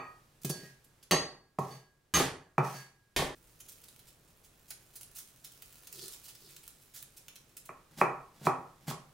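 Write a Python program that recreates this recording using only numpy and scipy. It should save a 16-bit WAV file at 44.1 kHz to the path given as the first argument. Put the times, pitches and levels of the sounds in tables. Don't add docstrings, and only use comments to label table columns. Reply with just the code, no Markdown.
import sys
import numpy as np
from scipy import signal
from scipy.fft import rfft, irfft, next_fast_len
from scipy.io import wavfile
from scipy.ndimage import uniform_filter1d, map_coordinates

SR = 44100
rng = np.random.default_rng(int(sys.argv[2]) if len(sys.argv) > 2 else 0)


def put_to_file(sound):
    columns = np.atleast_2d(sound).T
    safe = np.clip(columns, -1, 1)
    whole_steps = np.round(safe * 32767)
    wavfile.write(sys.argv[1], SR, whole_steps.astype(np.int16))


N = 402633
TIME = np.arange(N) / SR
AGE = np.arange(SR) / SR


def amp(db):
    return 10 ** (np.asarray(db) / 20)


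def unit(x):
    return x / np.sqrt(np.mean(x ** 2) + 1e-20)


def burst(x):
    return x * np.sqrt(SR * .02 / (np.sum(x ** 2) + 1e-20))


def along(points, hz):
    f, v = np.transpose(points)
    return np.interp(np.log(hz + 1), np.log(f), v)


def level(rows):
    s, db = np.transpose(rows)
    inside = (TIME > s[0] - .03) * (TIME < s[-1] + .03)
    return amp(np.interp(TIME, s, db)) * inside


def filtered(x, response):
    n = x.shape[-1]
    m = next_fast_len(n + 4096)
    spectrum = rfft(x, m) * response(np.fft.rfftfreq(m, 1 / SR))
    return irfft(spectrum, m)[..., :n]


def coloured(x, spectrum):
    return unit(filtered(x, lambda hz: amp(along(spectrum, hz))))


def band(x, low_hz, high_hz):
    return signal.sosfilt(signal.butter(4, [low_hz, high_hz], "bandpass", fs=SR, output="sos"), x)


def grains(n, rate, spread_db):
    sizes = rng.standard_normal(n) * amp(spread_db * np.clip(rng.standard_normal(n), -2, 2))
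    happens = rng.random(n) < rate / SR
    return unit(sizes * happens)


def patchy(x):
    z = signal.stft(x, nperseg=512)[2]
    field = uniform_filter1d(rng.standard_normal(z.shape), size=13, axis=0)
    field = uniform_filter1d(field, size=7, axis=1)
    return signal.istft(z * amp(1.6 * unit(field)), nperseg=512)[1][:len(x)]


def add(track, s, x):
    i = round(s * SR)
    x = x[:, max(-i, 0):N - i]
    track[:, max(i, 0):max(i, 0) + x.shape[1]] += x


# t/s, level/dB of each of its mid and side parts before the side is narrowed
ROOM_LEVEL = [(0, -67.5), (1, -69), (1.5, -74), (3.34, -73.5), (3.36, -66.5), (7.6, -67.5), (9.2, -65.5)]
# f/Hz, level/dB per Hz, relative
RUMBLE_COLOUR = [(22, -1.5), (45, 5.5), (70, -2.5), (135, 5), (200, -4.5), (380, -5.5), (800, -13.5),
                 (1600, -16), (4000, -31.5), (16000, -50.5)]
# t/s, level/dB of its centre part
HISS_LEVEL = [(0, -71.5), (1, -73), (1.4, -81), (3.34, -77.5), (3.36, -74.5), (9.2, -70)]
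# f/Hz, level/dB per Hz, relative
HISS_COLOUR = [(300, -2.5), (1500, -1), (3000, 0), (6000, -1.5), (10000, -3.5), (16000, -7.5)]


def background():
    mid, side = coloured(rng.standard_normal((2, N)), RUMBLE_COLOUR)
    side = .8 * filtered(side, lambda hz: hz / np.hypot(hz, 600))
    rumble = np.array([mid + side, mid - side])
    centre, wide = coloured(rng.standard_normal((2, N)), HISS_COLOUR)
    hiss = centre + .6 * np.array([wide, -wide])
    return level(ROOM_LEVEL) * rumble + level(HISS_LEVEL) * hiss


# f/Hz, t60/s
KITCHEN_T60 = [(100, 0.62), (250, 0.36), (600, 0.44), (1400, 0.44), (4000, 0.33), (10000, 0.31),
               (16000, 0.057)]


def kitchen(x, wet_db, width):
    hz, t, z = signal.stft(rng.standard_normal((2, SR * 2 // 3)), SR, nperseg=256)
    fades = amp(-60 * t / along(KITCHEN_T60, hz)[:, None])
    tail = signal.istft(z * fades, SR, nperseg=256)[1]
    tail *= 1 - np.exp(-(AGE[:tail.shape[1]] / 0.0011) ** 2)
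    mid, side = tail / np.linalg.norm(tail[0])
    side = width * filtered(side, lambda f: f ** 2 / (f ** 2 + 300 ** 2))
    room = np.array([mid + side, mid - side])
    return x + amp(wet_db) * signal.fftconvolve(x[None], room, axes=1)[:, :len(x)]


STROKE_ATTACK_S, STROKE_RELEASE_S = .03, 0.047


def stroke(s, length):
    swell = (np.maximum(s - TIME, 0) / STROKE_ATTACK_S) ** 2
    fade = np.maximum(TIME - s - length, 0) / STROKE_RELEASE_S
    return np.exp(-swell - fade)


# t/s, level/dB (the rubbing itself plays 1 dB higher)
RUBBING = [(3.38, -67), (3.83, -62.5), (4.25, -72.5), (4.7, -68.5), (5.39, -65), (6.13, -56), (6.25, -62.5),
           (6.6, -61.5), (6.74, -63.5), (7.01, -74.5), (7.12, -68), (7.68, -75.5)]
FLAKES_PER_S, FLAKE_HZ, FLAKE_RISE_S = 7, 7500, .003
FLAKE_DB, FLAKE_SPREAD_DB = 6, 5.5


def flakes():
    s, db = np.transpose(RUBBING)
    span = s[-1] - s[0]
    draws = rng.random((100, 3))[:int(FLAKES_PER_S * span)]
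    rows = []
    for moment, size, pitch in draws:
        at = s[0] + moment * span
        snap_db = np.interp(at, s, db) + FLAKE_DB + FLAKE_SPREAD_DB * (2 * size - 1)
        rows.append((at, snap_db, FLAKE_HZ * 2 ** (pitch - .5), FLAKE_RISE_S))
    return rows


# t/s, level/dB before a 3 dB cut, centre f/Hz, time to its peak t/s
SKIN_SNAPS = [(0.415, -54.5, 7000, 0.0058), (0.434, -49, 6700, .0013), (.446, -35.5, 6600, 0.003),
              (0.459, -50, 6500, 0.01), (0.494, -33.5, 5940, 0.0052), (.843, -60, 9900, 0.0036),
              (1.027, -53.5, 6030, 0.0038), (1.586, -49.5, 4730, 0.0036), (3.601, -48, 9000, 0.005),
              (3.681, -45.5, 7800, 0.0078), (3.717, -51.5, 8000, .0068), (3.883, -53, 5700, 0.0033),
              (4.07, -57, 4200, 0.0054), (4.437, -56.5, 6800, .0093), (4.679, -52.5, 8000, 0.0088),
              (4.704, -41, 7300, 0.0032), (4.709, -50.5, 1480, 0.0039), (4.955, -42, 10900, .0058),
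              (5.008, -46, 8400, .0042), (5.032, -46.5, 11200, .0005), (5.146, -40, 11000, 0.021),
              (5.184, -43, 9700, 0.0033), (5.441, -43.5, 6400, 0.0056), (5.621, -46, 10000, 0.0023),
              (5.872, -47, 5300, 0.0021), (5.926, -42.5, 13000, 0.002), (5.99, -50, 4230, 0.002),
              (6.08, -44, 10900, 0.0018), (6.121, -50, 6050, 0.002), (6.233, -46, 7800, 0.015),
              (6.279, -45.5, 5700, 0.0099), (6.485, -52.5, 4500, 0.013), (6.563, -49.5, 4470, .0026),
              (6.678, -45.5, 12600, 0.00089), (6.935, -41, 8060, 0.023), (7.025, -44.5, 10700, .0017),
              (7.166, -48, 10000, 0.0082), (7.282, -48, 2460, 0.0018), (7.356, -50, 4460, .0028),
              (7.567, -44.5, 9600, .0044), (7.653, -49.5, 9400, 0.0049)]
# f/Hz, level/dB per Hz, relative
SKIN_COLOUR = [(290, -31.5), (500, -5), (1020, -6.5), (1550, -3.5), (2130, -5.5), (2290, -2), (4210, -2),
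               (11600, 0), (14500, -0.5), (16000, 4.5)]
# t/s, length t/s, level/dB
SKIN_DRAGS = [(5.96, 0.08, -51), (6.42, 0.095, -63)]
# f/Hz, level/dB per Hz, relative
DRAG_COLOUR = [(60, -34), (130, 11), (260, -3), (400, 16.5), (560, -6), (850, -9), (2500, -15), (4400, 8),
               (7000, 0), (16000, -3)]


def peeling():
    crackle = patchy(grains(N, rate=1500, spread_db=5))
    skin = amp(1.0) * level(RUBBING) * coloured(crackle, SKIN_COLOUR)[None]
    pressure = sum(amp(db) * stroke(s, length) for s, length, db in SKIN_DRAGS)
    skin += pressure * coloured(patchy(grains(N, rate=1700, spread_db=6.5)), DRAG_COLOUR)
    t = AGE[:SR // 8]
    for s, db, centre_hz, rise in [*SKIN_SNAPS, *flakes()]:
        cracks = patchy(grains(len(t), rate=9000, spread_db=4)) * t * np.exp(-t / rise)

        def response(hz):
            octaves = np.log2((hz + 1) / centre_hz)
            return amp(along(SKIN_COLOUR, hz)) / np.hypot(1, octaves / 1.3)

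        add(skin, s, amp(db - 3) * burst(filtered(cracks, response))[None])
    return kitchen(skin[0], wet_db=-4, width=0.89)


# (the push and the thump and knock sound in board(), knocks 5 dB lower than listed)
KNIFE_SLICES = [(8.013, 0.034, -52.5, -48, -45, -33.5, -16.5, 1730),
                (8.468, 0.056, -49, -60.5, -40, -33.5, -19, 1220),
                (8.91, .032, -38.5, -43, -39.5, -50, -38.5, 1400)]
# f/Hz, level/dB per Hz, relative
FLESH_COLOUR = [(90, -12), (150, 15.5), (300, 3.5), (1200, -2), (2500, -4.5), (5500, -4), (10000, -7.5),
                (16000, -9.5)]
TOUCH_S, TOUCH_DB, BITE_S, STOP_S = .07, -67, 0.016, 0.035


def slicing():
    effort = np.zeros(N)
    for s, cut, _, entry_db, end_db, *_ in KNIFE_SLICES:
        bite = s - cut
        stages = [bite - TOUCH_S, bite - BITE_S, bite, s, s + STOP_S]
        levels = [TOUCH_DB, TOUCH_DB, entry_db, end_db, TOUCH_DB]
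        effort += amp(np.interp(TIME, stages, levels, left=-np.inf, right=-np.inf))
    crunch = effort * coloured(grains(N, rate=3400, spread_db=1), FLESH_COLOUR)
    return kitchen(crunch, wet_db=-5.5, width=0.87)


# t/s, length t/s, scrape level/dB before a 2.5 dB cut,
# blade ring level/dB, f/Hz rung most strongly, hum level/dB
EDGE_SWEEPS = [(.555, .11, -58, -59.5, 1743, -89), (1.63, .11, -58, -53.5, 3980, -67),
               (2.66, 0.12, -50.5, -52, 4400, -56.5)]
# f/Hz, level/dB per Hz, relative
GRIT_COLOUR = [(1060, -26.5), (1800, -1), (2410, -7.5), (3810, -10), (6360, -6), (7420, -11.5), (8590, -11),
               (16000, -13.5)]


def sweeps():
    catches = grains(N, rate=6000, spread_db=3)
    pressure = sum(amp(db) * stroke(s, length) for s, length, db, *_ in EDGE_SWEEPS)
    scrape = amp(-2.5) * pressure * coloured(catches, GRIT_COLOUR)
    return kitchen(scrape, wet_db=-4.0, width=1.0)


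# f/Hz, level/dB relative, t60/s
BOARD_MODES = [(131.3, -12, 0.23), (165, -0.5, 0.04), (263.4, -14.5, 0.16), (371.4, -3.5, 0.055),
               (410, 0, 0.027), (477.4, -5, 0.038), (605.5, -4, 0.031), (790, 1, 0.029), (958, 1, 0.026),
               (1112, 3, 0.032), (1303, 2.5, 0.02), (1880, 2, 0.01), (2336, -0.5, 0.035),
               (2510, 1.5, 0.034)]


def board_modes():
    hz, db, t60 = np.transpose(BOARD_MODES)[:, :, None]
    t = AGE[:SR * 3 // 4]
    sense = -np.cos(np.pi * np.arange(len(BOARD_MODES)))[:, None]
    return sense * amp(db - 60 * t / t60) * np.sin(2 * np.pi * hz * t)


# t/s, thump level/dB, knock level/dB, contact limit f/Hz,
# ring level/dB, f/Hz rung most strongly, hum level/dB (knocks play 5 dB lower)
EDGE_LANDINGS = [(-.03, -50, -32.5, 2670, -41.5, 1410, -62), (.446, -34, -38.5, 382, -52.5, 2980, -56),
                 (.497, -35.5, -36, 440, -44.5, 4500, -58.5), (1.586, -33, -27, 910, -61.5, 6000, -68),
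                 (2.58, -28, -20, 1500, -55.5, 2750, -65)]
# share of the time to reach it,
# thump level/dB and knock level/dB over the smash's board level, contact limit f/Hz
CLOVE_COLLAPSE = [(0, -3, -17.5, 2200), (.5, 3.5, 8.5, 1000), (1.001, -5, 12.5, 630)]
# t/s, thump level/dB, knock level/dB (plays 5 dB lower), contact limit f/Hz
LIGHT_KNOCK = (7.691, -60, -41, 2000)
CATCH_SHARE, CATCH_THUMP_DB, CATCH_KNOCK_DB, CATCH_HZ = 0.69, -50.5, -53, 456
PUSH_KNOCK_DB, PUSH_HZ = -7, 600


def blows():
    rows = [landing[:4] for landing in EDGE_LANDINGS] + [LIGHT_KNOCK]
    for s, _, _, _, fall, db, *_ in CLOVE_SMASHES:
        for share, thump_db, knock_db, hz in CLOVE_COLLAPSE:
            rows.append((s + share * fall, db + thump_db, db + knock_db, hz))
    for s, length, *_ in EDGE_SWEEPS:
        rows.append((s + CATCH_SHARE * length, CATCH_THUMP_DB, CATCH_KNOCK_DB, CATCH_HZ))
    for s, cut, push_db, _, _, thump_db, knock_db, hz in KNIFE_SLICES:
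        rows.append((s - cut, push_db, push_db + PUSH_KNOCK_DB, PUSH_HZ))
        rows.append((s, thump_db, knock_db, hz))
    return rows


def board():
    out, modes, hz = np.zeros((2, N)), board_modes(), np.transpose(BOARD_MODES)[0]
    t = AGE[:modes.shape[1]]
    rocking = hz < 200
    for s, thump_db, knock_db, contact_hz in blows():
        strength = amp(rng.normal(0, 1, len(hz))) / np.hypot(1, (hz / contact_hz) ** 3)
        thump = burst(band((strength * rocking) @ modes, low_hz=93, high_hz=613))
        knock = burst(band((strength * ~rocking) @ modes, low_hz=290, high_hz=3040))
        fibres = coloured(rng.standard_normal(len(t)), GRIT_COLOUR) * amp(-60 * t / 0.038)
        knock = knock + amp(-28.0) * burst(fibres)
        add(out, s, kitchen(amp(thump_db) * thump, wet_db=-9, width=.3))
        add(out, s, kitchen(amp(knock_db - 5.0) * knock, wet_db=-3.5, width=0.44))
    return out


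# f/Hz, level/dB relative, t60/s when free
BLADE_MODES = [(4517, -1, .48), (6372, 3, .27), (8598, -7, .27), (2972, -12, .45), (3560, -11, .38),
               (1249, -7, .42), (1885, -9, .45), (2503, -10, .33), (5150, -17, .39), (6767, -19, .27),
               (11000, -14, .22)]
DAMPING = 1.19
HUM_HZ, HUM_ATTACK_S, HUM_T60_S, HUM_WAVER_DB = 1642, 0.035, 0.78, 4


def blade():
    out, hum = np.zeros((2, N)), np.zeros((1, N))
    hz, db, t60 = np.transpose(BLADE_MODES)
    catches = [(s + CATCH_SHARE * length, *rest) for s, length, *rest in EDGE_SWEEPS]
    for s, *_, ring_db, centre_hz, hum_db in [*CLOVE_SMASHES, *EDGE_LANDINGS, *catches]:
        strength = amp(db) / (1 + (np.log2(hz / centre_hz) / .33) ** 2)
        fades = amp(-60 * DAMPING * AGE / t60[:, None]) * (1 - np.exp(-AGE / .004))
        drift = .008 * np.cumsum(rng.standard_normal(fades.shape), axis=1)
        swings = np.sin(2 * np.pi * hz[:, None] * AGE + drift)
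        ring = burst(strength @ (fades * swings))
        add(out, s, kitchen(amp(ring_db) * ring, wet_db=-7.5, width=0.98))
        swell = 1 - np.exp(-AGE / HUM_ATTACK_S)
        add(hum, s, (amp(hum_db - 60 * AGE / HUM_T60_S) * swell)[None])
    waver = map_coordinates(rng.standard_normal(120), [12 * TIME])
    return out + hum * amp(HUM_WAVER_DB * waver) * unit(np.sin(2 * np.pi * HUM_HZ * TIME))


# t/s, slap level/dB, crush level/dB before a 6.5 dB lift,
# crush length t/s, time to reach the board t/s, board level/dB, ring level/dB, f/Hz rung most strongly,
# hum level/dB
CLOVE_SMASHES = [(1.11, -38, -35, 0.0096, .021, -36.5, -27, 4900, -57),
                 (2.139, -32.5, -34.5, 0.082, 0.061, -37, -26.5, 7150, -54),
                 (3.163, -30, -43.5, .079, 0.057, -41, -52.5, 2780, -60.5)]
# f/Hz, level/dB per Hz, relative
CRUSH_COLOUR = [(40, 7.5), (90, 3.5), (210, -3.5), (370, 2.5), (520, -6.5), (800, -6), (1400, -3.5),
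                (1900, 1.5), (2300, -5.5), (3300, -4), (7000, -10.5), (11000, -13), (16000, -16.5)]


def smashes():
    out, wood = np.zeros((2, N)), band(board_modes().sum(axis=0), low_hz=83.5, high_hz=960)
    for s, slap_db, crush_db, length, *_ in CLOVE_SMASHES:
        slap = burst(coloured(grains(SR, rate=12000, spread_db=-3), CRUSH_COLOUR) * amp(-60 * AGE / 0.027))
        cracks = grains(SR, rate=5100, spread_db=2.5) * np.exp(-(AGE / length) ** 2)
        drumming = burst(signal.fftconvolve(cracks, wood)[:SR])
        crush = burst(coloured(cracks, CRUSH_COLOUR)) + amp(-13.5) * drumming
        both = amp(slap_db) * slap + amp(crush_db + 6.5) * crush
        both = filtered(both, lambda hz: hz ** 2 / (hz ** 2 + 80 ** 2))
        add(out, s, kitchen(both, wet_db=2.5, width=0.48))
    return out


CUT_S = 3.349


def scene():
    heard = 1 - np.interp(TIME, [CUT_S - .002, CUT_S + .002, 4.5, 4.6], [0, 1, 1, 0])
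    cleaver_and_board = board() + smashes() + blade() + sweeps()
    return heard * cleaver_and_board + peeling() + slicing() + background()


# f/Hz, left minus right level/dB
CAPSULE_BALANCE = [(120, 0), (280, .7), (1000, -1.5), (4000, -1), (8000, -3), (13000, -4)]
TOP_HZ = 15850


def record(dry):
    def response(hz):
        balance = amp(along(CAPSULE_BALANCE, hz) * np.array([[.5], [-.5]]))
        return balance / np.hypot(1, (hz / TOP_HZ) ** 90)

    return filtered(dry, response)


dry = scene()
out = record(dry)
put_to_file(out)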